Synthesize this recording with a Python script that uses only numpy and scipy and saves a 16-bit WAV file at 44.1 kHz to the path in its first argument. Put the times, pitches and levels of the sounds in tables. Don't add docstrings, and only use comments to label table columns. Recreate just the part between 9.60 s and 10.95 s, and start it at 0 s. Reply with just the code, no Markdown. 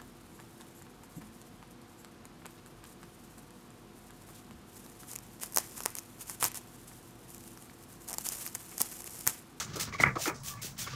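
import sys
import numpy as np
from scipy import signal
from scipy.fft import rfft, irfft, next_fast_len
from scipy.io import wavfile
from scipy.ndimage import map_coordinates

SR = 44100
rng = np.random.default_rng(int(sys.argv[2]) if len(sys.argv) > 2 else 0)


def to_wav(s):
    ch = np.atleast_2d(s).T
    pcm = np.round(np.clip(ch, -1, 1) * 32767)
    wavfile.write(sys.argv[1], SR, pcm.astype(np.int16))


def magnitude_from_level(level_db):
    exponent = np.asarray(level_db, float) / 20
    return 10 ** exponent


N = 59535
T = np.arange(N) / SR


def unit(x):
    return x / np.sqrt(np.mean(x ** 2) + 1e-20)


def filtered(x, response):
    size = next_fast_len(N + SR // 4)
    hz = np.fft.rfftfreq(size, 1 / SR) + 1
    return irfft(rfft(x, size) * response(hz), size)[..., :N]


def colour(points):
    point_hz, level_db = np.transpose(points)
    return lambda hz: magnitude_from_level(np.interp(np.log(hz), np.log(point_hz), level_db))


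def wobble(knots_per_s):
    knots = rng.standard_normal(int(1.4 * 400) + 8)
    return map_coordinates(knots, [T * min(knots_per_s, 400)])


def clicks(per_s, spread_db):
    chance = rng.random(N)
    size = np.minimum(rng.exponential(size=N), 3.5)
    gate = np.clip((per_s / SR - chance) * SR / 200, 0, 1)
    return unit(gate * magnitude_from_level(spread_db * size) * rng.standard_normal(N))


def pressure(table):
    bite_db, onset_db_per_s = 12, 5000
    power = np.zeros(N)
    for start_s, rise_s, hold_s, level_db, fall_db_per_s in table:
        t = T - start_s
        swell_db = -bite_db * np.clip(1 - t / rise_s, 0, 1) - onset_db_per_s * np.clip(-t, 0, None)
        ease_db = fall_db_per_s * np.clip(t - rise_s - hold_s, 0, None)
        power += magnitude_from_level(level_db + swell_db - ease_db) ** 2
    return np.sqrt(power)


# start in seconds, rise in seconds, hold in seconds, level in dB, fall in dB/s.
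STROKES = [
    (-.02, 0.0099, 0.019, -34, 348),
    (.157, 0.001, 0.0055, -38.5, 600),
    (.195, 0.0047, .03, -34, 544),
    (.4, 0.0091, 0.02, -33, 1300),
    (.582, 0.037, 0.065, -37.5, 701),
    (.835, .04, 0.021, -40.5, 336),
    (1.016, 0.005, .038, -41.5, 257),
    (1.18, 0.008, 0.036, -38, 355),
]
# start in seconds, rise in seconds, hold in seconds,
# level in dB, fall in dB/s.
DRAGS = [(.07, 0.017, 0.054, -55.5, 300), (.13, 0.0059, 0.0047, -46.5, 300),
         (.175, .004, 0.017, -53.5, 300), (.25, 0.0076, 0.029, -49, 497), (.322, 0.0067, 0.023, -47.5, 500),
         (.38, 0.0047, 0.015, -47.5, 540), (.44, .005, 0.03, -52.5, 360),
         (.555, 0.0015, 0.0067, -48.5, 300), (.742, 0.0066, 0.0094, -58.5, 265),
         (.93, .01, 0.062, -63.5, 300), (1.165, 0.0054, 0.0086, -53.5, 500), (1.25, 0.014, .1, -48, 100)]
# frequency in Hz, density in dB per Hz.
FIBRES = [(300, -10.5), (800, -11.5), (2000, -6), (4000, -3), (6300, 0.5), (8500, -5.5), (11000, -12.5),
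          (15800, -12.5)]
# frequency in Hz, density in dB per Hz.
DRAG = [(400, -18), (1500, 0.5), (3000, 1), (5000, 1), (6500, 0.5), (8000, -12), (10000, -17), (15800, -20)]
# time in seconds, treble gain in dB.
KEEN = [
    (0, -4.5),
    (.2, 5),
    (.42, -0.5),
    (.64, 5),
    (.87, 9),
    (1.2, 6),
]


def shaving():
    tears_per_s, tear_db, smooth_share = 5030, 3.5, 0.57
    crackle = np.sqrt(1 - smooth_share) * clicks(tears_per_s, tear_db)
    hiss = np.sqrt(smooth_share) * rng.standard_normal(N)
    cut = unit(filtered((crackle + hiss) * magnitude_from_level(1.1 * wobble(180)), colour(FIBRES)))
    treble = filtered(cut, lambda hz: 1 / (1 + (10000 / hz) ** 6))
    time_s, keen_db = np.transpose(KEEN)
    cut = cut + treble * (magnitude_from_level(np.interp(T, time_s, keen_db)) - 1)
    rough = rng.standard_normal(N) * magnitude_from_level(1.6 * wobble(140))
    drag = unit(filtered(rough, colour(DRAG)))
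    return pressure(STROKES) * cut + pressure(DRAGS) * drag


# frequency in Hz, width in Hz, level in dB.
WOOD = [(330, 81, 7.5), (480, 116, 8), (625, 122, 3.5), (944, 207, -0.5), (1170, 40, 9), (1335, 310, 0),
        (1748, 95, 0.5), (1970, 120, -2.5), (2093, 110, 3), (2290, 280, -1), (1495, 28, -3)]


def wood_modes(hz):
    total = 0
    for k, (mode_hz, width_hz, level_db) in enumerate(WOOD):
        damping = 1j * hz * width_hz
        total = total + (-1) ** k * magnitude_from_level(level_db) * damping / (mode_hz ** 2 - hz ** 2 + damping)
    return total


# start in seconds, length in seconds, level in dB, centre in Hz,
# spread in octaves.
RUBS = [(0, 0.032, -42.5, 1500, 0.55), (0.024, 0.38, -58, 1420, 0.67), (0.047, 0.25, -61.5, 330, 0.22),
        (0.153, 0.046, -49, 447, 0.59), (0.157, 0.06, -54.5, 1250, 0.12), (0.186, 0.075, -54.5, 1460, 0.66),
        (0.398, 0.045, -45.5, 253, 0.13), (0.269, 0.041, -52, 1420, .8), (0.323, 0.046, -47.5, 2210, 0.13),
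        (0.328, 0.044, -53.5, 405, 0.9), (0.383, 0.02, -43.5, 2040, 0.45), (0.398, 0.022, -37, 1500, 0.7),
        (0.42, 0.018, -40, 1700, 0.8), (0.438, 0.029, -33, 1680, 0.74), (0.455, 0.045, -32.5, 1770, 0.65),
        (0.486, 0.058, -54.5, 1870, 0.22), (0.555, 0.024, -39.5, 1150, 0.73), (0.556, 0.022, -42, 480, .6),
        (0.583, 0.035, -46, 668, .2), (0.49, 0.06, -55, 540, .4), (0.75, 0.07, -62, 1000, .8),
        (0.658, 0.063, -36.5, 1440, 1.36), (0.696, 0.06, -51.5, 590, 1.3), (0.97, 0.14, -62.5, 2330, 0.27),
        (1.04, 0.037, -61.5, 640, 0.36), (1.263, 0.036, -48, 1560, 1.04), (1.211, 0.35, -64, 1520, 0.11),
        (1.325, 0.035, -56, 1170, 0.5)]


def rubbing():
    slips_per_s, slip_db, fall_db, wood_top_hz = 2575, 2, 13.5, 2750
    slips = clicks(slips_per_s, slip_db) + 0.63 * rng.standard_normal(N)
    start_s, length_s, level_db, centre_hz, octaves = np.transpose(RUBS)[:, :, None]
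    t = T - start_s
    shape = np.clip(t / 0.0017, 0, 1) * magnitude_from_level(-fall_db * (t / length_s) ** 2)

    def touched_wood(hz):
        near = (1 + (np.log2(hz / centre_hz) / octaves) ** 2) ** -0.83
        return wood_modes(hz) * near / (1 + (hz / wood_top_hz) ** 8)

    rings = filtered(shape * slips, touched_wood)
    power = np.sum(rings ** 2, axis=1, keepdims=True) / (length_s * SR)
    return np.sum(magnitude_from_level(level_db) * rings / np.sqrt(power + 1e-20), axis=0)


# start in seconds, peak in dB, mode in Hz, swell in seconds.
JOLTS = [(0.049, -37, 7100, 0.001), (.157, -44, 5160, 0.0014), (0.169, -40, 380, 0.00071),
         (.325, -38.5, 1150, 0.0016), (0.344, -33, 1145, 0.0036), (.391, -36, 2300, 0.002),
         (.3988, -20.5, 2086, 0.0016), (.3985, -24, 690, 0.0014), (.4359, -8, 2110, 0.0013),
         (.4358, -14, 1296, 0.0011), (.4336, -20, 1780, 0.0007), (.4422, -22, 1950, 0.0007),
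         (0.4, -25, 2170, 0.0014), (.463, -22, 2030, 0.0028), (.468, -32, 2240, 0.0023),
         (.405, -21, 2140, 0.001), (.466, -28, 128, 0.007), (.475, -30, 200, .002),
         (.5605, -25.5, 486, 0.00085), (0.5675, -28.5, 1170, 0.0016), (.6562, -25.5, 1366, 0.0012),
         (.673, -26, 325, 0.0045), (.436, -24, 500, 0.0011), (0.277, -41, 115, 0.005),
         (0.12, -51, 145, 0.0095), (1.046, -34, 254, 0.00098), (1.269, -39, 1160, 0.0029),
         (1.274, -38, 2190, 0.0018),
         (.136, -37, 139, .003), (.158, -42, 1300, .001), (.165, -36.5, 494, 0.0021),
        (.173, -37.5, 403, .002), (.198, -43, 1800, .001), (.208, -42, 182, 0.0057),
        (.21, -45, 1270, 0.0044), (.279, -36, 202, .0025), (.335, -44, 2110, .003), (.348, -42, 2246, .004),
        (.4005, -33, 3950, .0006), (.402, -29, 262, 0.0018), (.408, -29, 2000, 0.0019),
        (0.4357, -24.5, 3100, 0.00045), (.436, -23, 824, 0.0011), (.458, -29, 1920, .0015),
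        (.481, -31, 1950, .002), (.464, -30, 998, 0.0028), (.5545, -33, 1220, .001),
        (.558, -30, 347, 0.0031), (.56, -40.5, 1800, .002), (.6565, -32, 2050, 0.0014),
        (.656, -35, 3300, 0.00062), (.668, -34, 474, 0.0019), (.676, -30, 900, .0028),
        (.68, -33, 2440, .003), (.703, -41, 2397, .002), (.706, -38, 1270, 0.0026),
        (.745, -42.5, 228, 0.0037), (.811, -51.5, 960, .002), (.974, -52, 2090, .002),
        (1.002, -51, 2190, 0.0026), (1.275, -41, 480, 0.0012), (1.284, -38, 1500, .0004),
        (1.286, -48, 1500, 0.0057), (1.33, -44, 1180, .006), (1.333, -46.5, 480, .003)]


def jolts():
    out = np.zeros(N)
    for start_s, peak_db, mode_hz, swell_s in JOLTS:
        u = np.clip(T - start_s, 0, None) / swell_s * 2
        shape = (u / 4) ** 4 * np.exp(4 - u)
        out += magnitude_from_level(peak_db) * shape * np.sin(2 * np.pi * mode_hz * (T - start_s))
    return out


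# time in seconds, pitch in Hz, level in dB.
SING = [
    (.82, 1082, -66),
    (.845, 1122, -58),
    (.89, 1139, -58),
    (.914, 1170, -52),
    (.94, 1160, -54),
    (.957, 1122, -57),
    (.98, 1165, -57),
    (1.015, 1150, -63),
]
# time in seconds, rise in dB, width in seconds.
GRIPS = [
    (.845, 5.5, .004),
    (.86, 7, .005),
    (.879, 4, .005),
    (.895, 6, .003),
    (.911, 7, .005),
    (.921, 8, .006),
    (.94, 13, 0.0036),
    (.955, 9, 0.0036),
    (.977, 9, .007),
    (.997, 8, .007),
]


def singing():
    partner_ratio, partner_db, rough_db = 1.5, -11, 1.4
    time_s, pitch_hz, level_db = np.transpose(SING)
    phase = 2 * np.pi * np.cumsum(np.interp(T, time_s, pitch_hz)) / SR
    grip_db = sum(rise_db * np.exp(-((T - at_s) / width_s) ** 2) for at_s, rise_db, width_s in GRIPS)
    level = magnitude_from_level(np.interp(T, time_s, level_db, left=-120, right=-120) + grip_db)
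    note = magnitude_from_level(rough_db * wobble(90.4)) * np.sin(phase + 0.55 * wobble(70))
    partner_phase = partner_ratio * phase + 0.9 * wobble(79.7)
    partner = magnitude_from_level(partner_db + 3.5 * wobble(60.7)) * np.sin(partner_phase)
    return level * (note + partner)


def skid():
    start_s, length_s, pitch_hz, drop_hz, level_db = 1.232, 0.04, 3520, 1100, -48
    u = np.clip((T - start_s) / length_s, 0, 1)
    shape = np.sin(np.pi * u ** 0.8) * magnitude_from_level(level_db + 2.1 * wobble(200))
    return shape * np.sin(2 * np.pi * np.cumsum(pitch_hz - drop_hz * u ** 3) / SR)


def squeak():
    start_s, length_s, pitch_hz, level_db = 0.832, 0.015, 11150, -50
    flutter, flutter_hz = 0.3, 170
    t = T - start_s
    u = t / length_s
    shape = np.clip(8 * u, 0, 1) * magnitude_from_level(-25 * np.clip(u - 0.8, 0, None))
    shape = shape * (1 + flutter * np.sin(2 * np.pi * flutter_hz * t))
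    return magnitude_from_level(level_db) * shape * np.sin(2 * np.pi * (pitch_hz * T + 0.15 * wobble(298)))


# start in seconds, rise in seconds, hold in seconds, level in dB, fall in dB/s.
WHISKS = [
    (.742, 0.0067, 0.016, -52, 300),
    (.79, .01, .03, -60.5, 300),
]
# frequency in Hz, density in dB per Hz.
WHISK = [(2500, -30), (4200, -10), (5000, 1), (6500, 0), (8500, -6), (11000, -16), (15800, -20)]


def whisking():
    brush = rng.standard_normal(N) * magnitude_from_level(2.9 * wobble(150))
    return pressure(WHISKS) * unit(filtered(brush, colour(WHISK)))


# time in seconds, level in dB.
HUM = [(0, -49.5), (.13, -46), (.2, -50.5), (.29, -46), (.385, -49), (.405, -39), (.48, -31), (.52, -41.5),
       (.62, -53), (.68, -56), (.72, -46.5), (.77, -53), (.8, -51), (1.22, -48.5), (1.31, -44.5)]
# frequency in Hz, density in dB per Hz.
PLANK = [(20, -28), (50, -15.5), (95, -9), (125, -2), (170, -10), (300, -21.5), (600, -55)]


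def hum():
    time_s, level_db = np.transpose(HUM)
    lumps = magnitude_from_level(1.5 * wobble(59.73)) * rng.standard_normal(N)
    return magnitude_from_level(np.interp(T, time_s, level_db)) * unit(filtered(lumps, colour(PLANK)))


def ground_echo(near):
    t60_s, level_db, delay_samples = 0.16, -15, 100
    tail = rng.standard_normal(SR // 5) * magnitude_from_level(-60 * T[:SR // 5] / t60_s)
    tail = np.pad(tail / np.linalg.norm(tail), (delay_samples, 0))
    return magnitude_from_level(level_db) * signal.fftconvolve(near, tail)[:N]


# frequency in Hz, density in dB per Hz.
AIR = [(120, -13.5), (200, -12), (359, -19.5), (732, -17.5), (1060, -16), (3050, -32.5), (7200, -27.5),
       (15800, -56)]


def air():
    level_db = -56.5 + 2.8 * wobble(11.65)
    return magnitude_from_level(level_db) * unit(filtered(rng.standard_normal(N), colour(AIR)))


def scene():
    near = shaving() + rubbing() + jolts() + singing() + skid() + squeak()
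    return (near + ground_echo(near) + whisking() + hum() + air())[None]


def roll_off(x):
    return signal.sosfilt(signal.butter(12, 16720, fs=SR, output="sos"), x)


def record(dry):
    top_hz = 15700
    mix = filtered(dry, lambda hz: hz < top_hz)
    return roll_off(mix)


dry = scene()
out = record(dry)
to_wav(out)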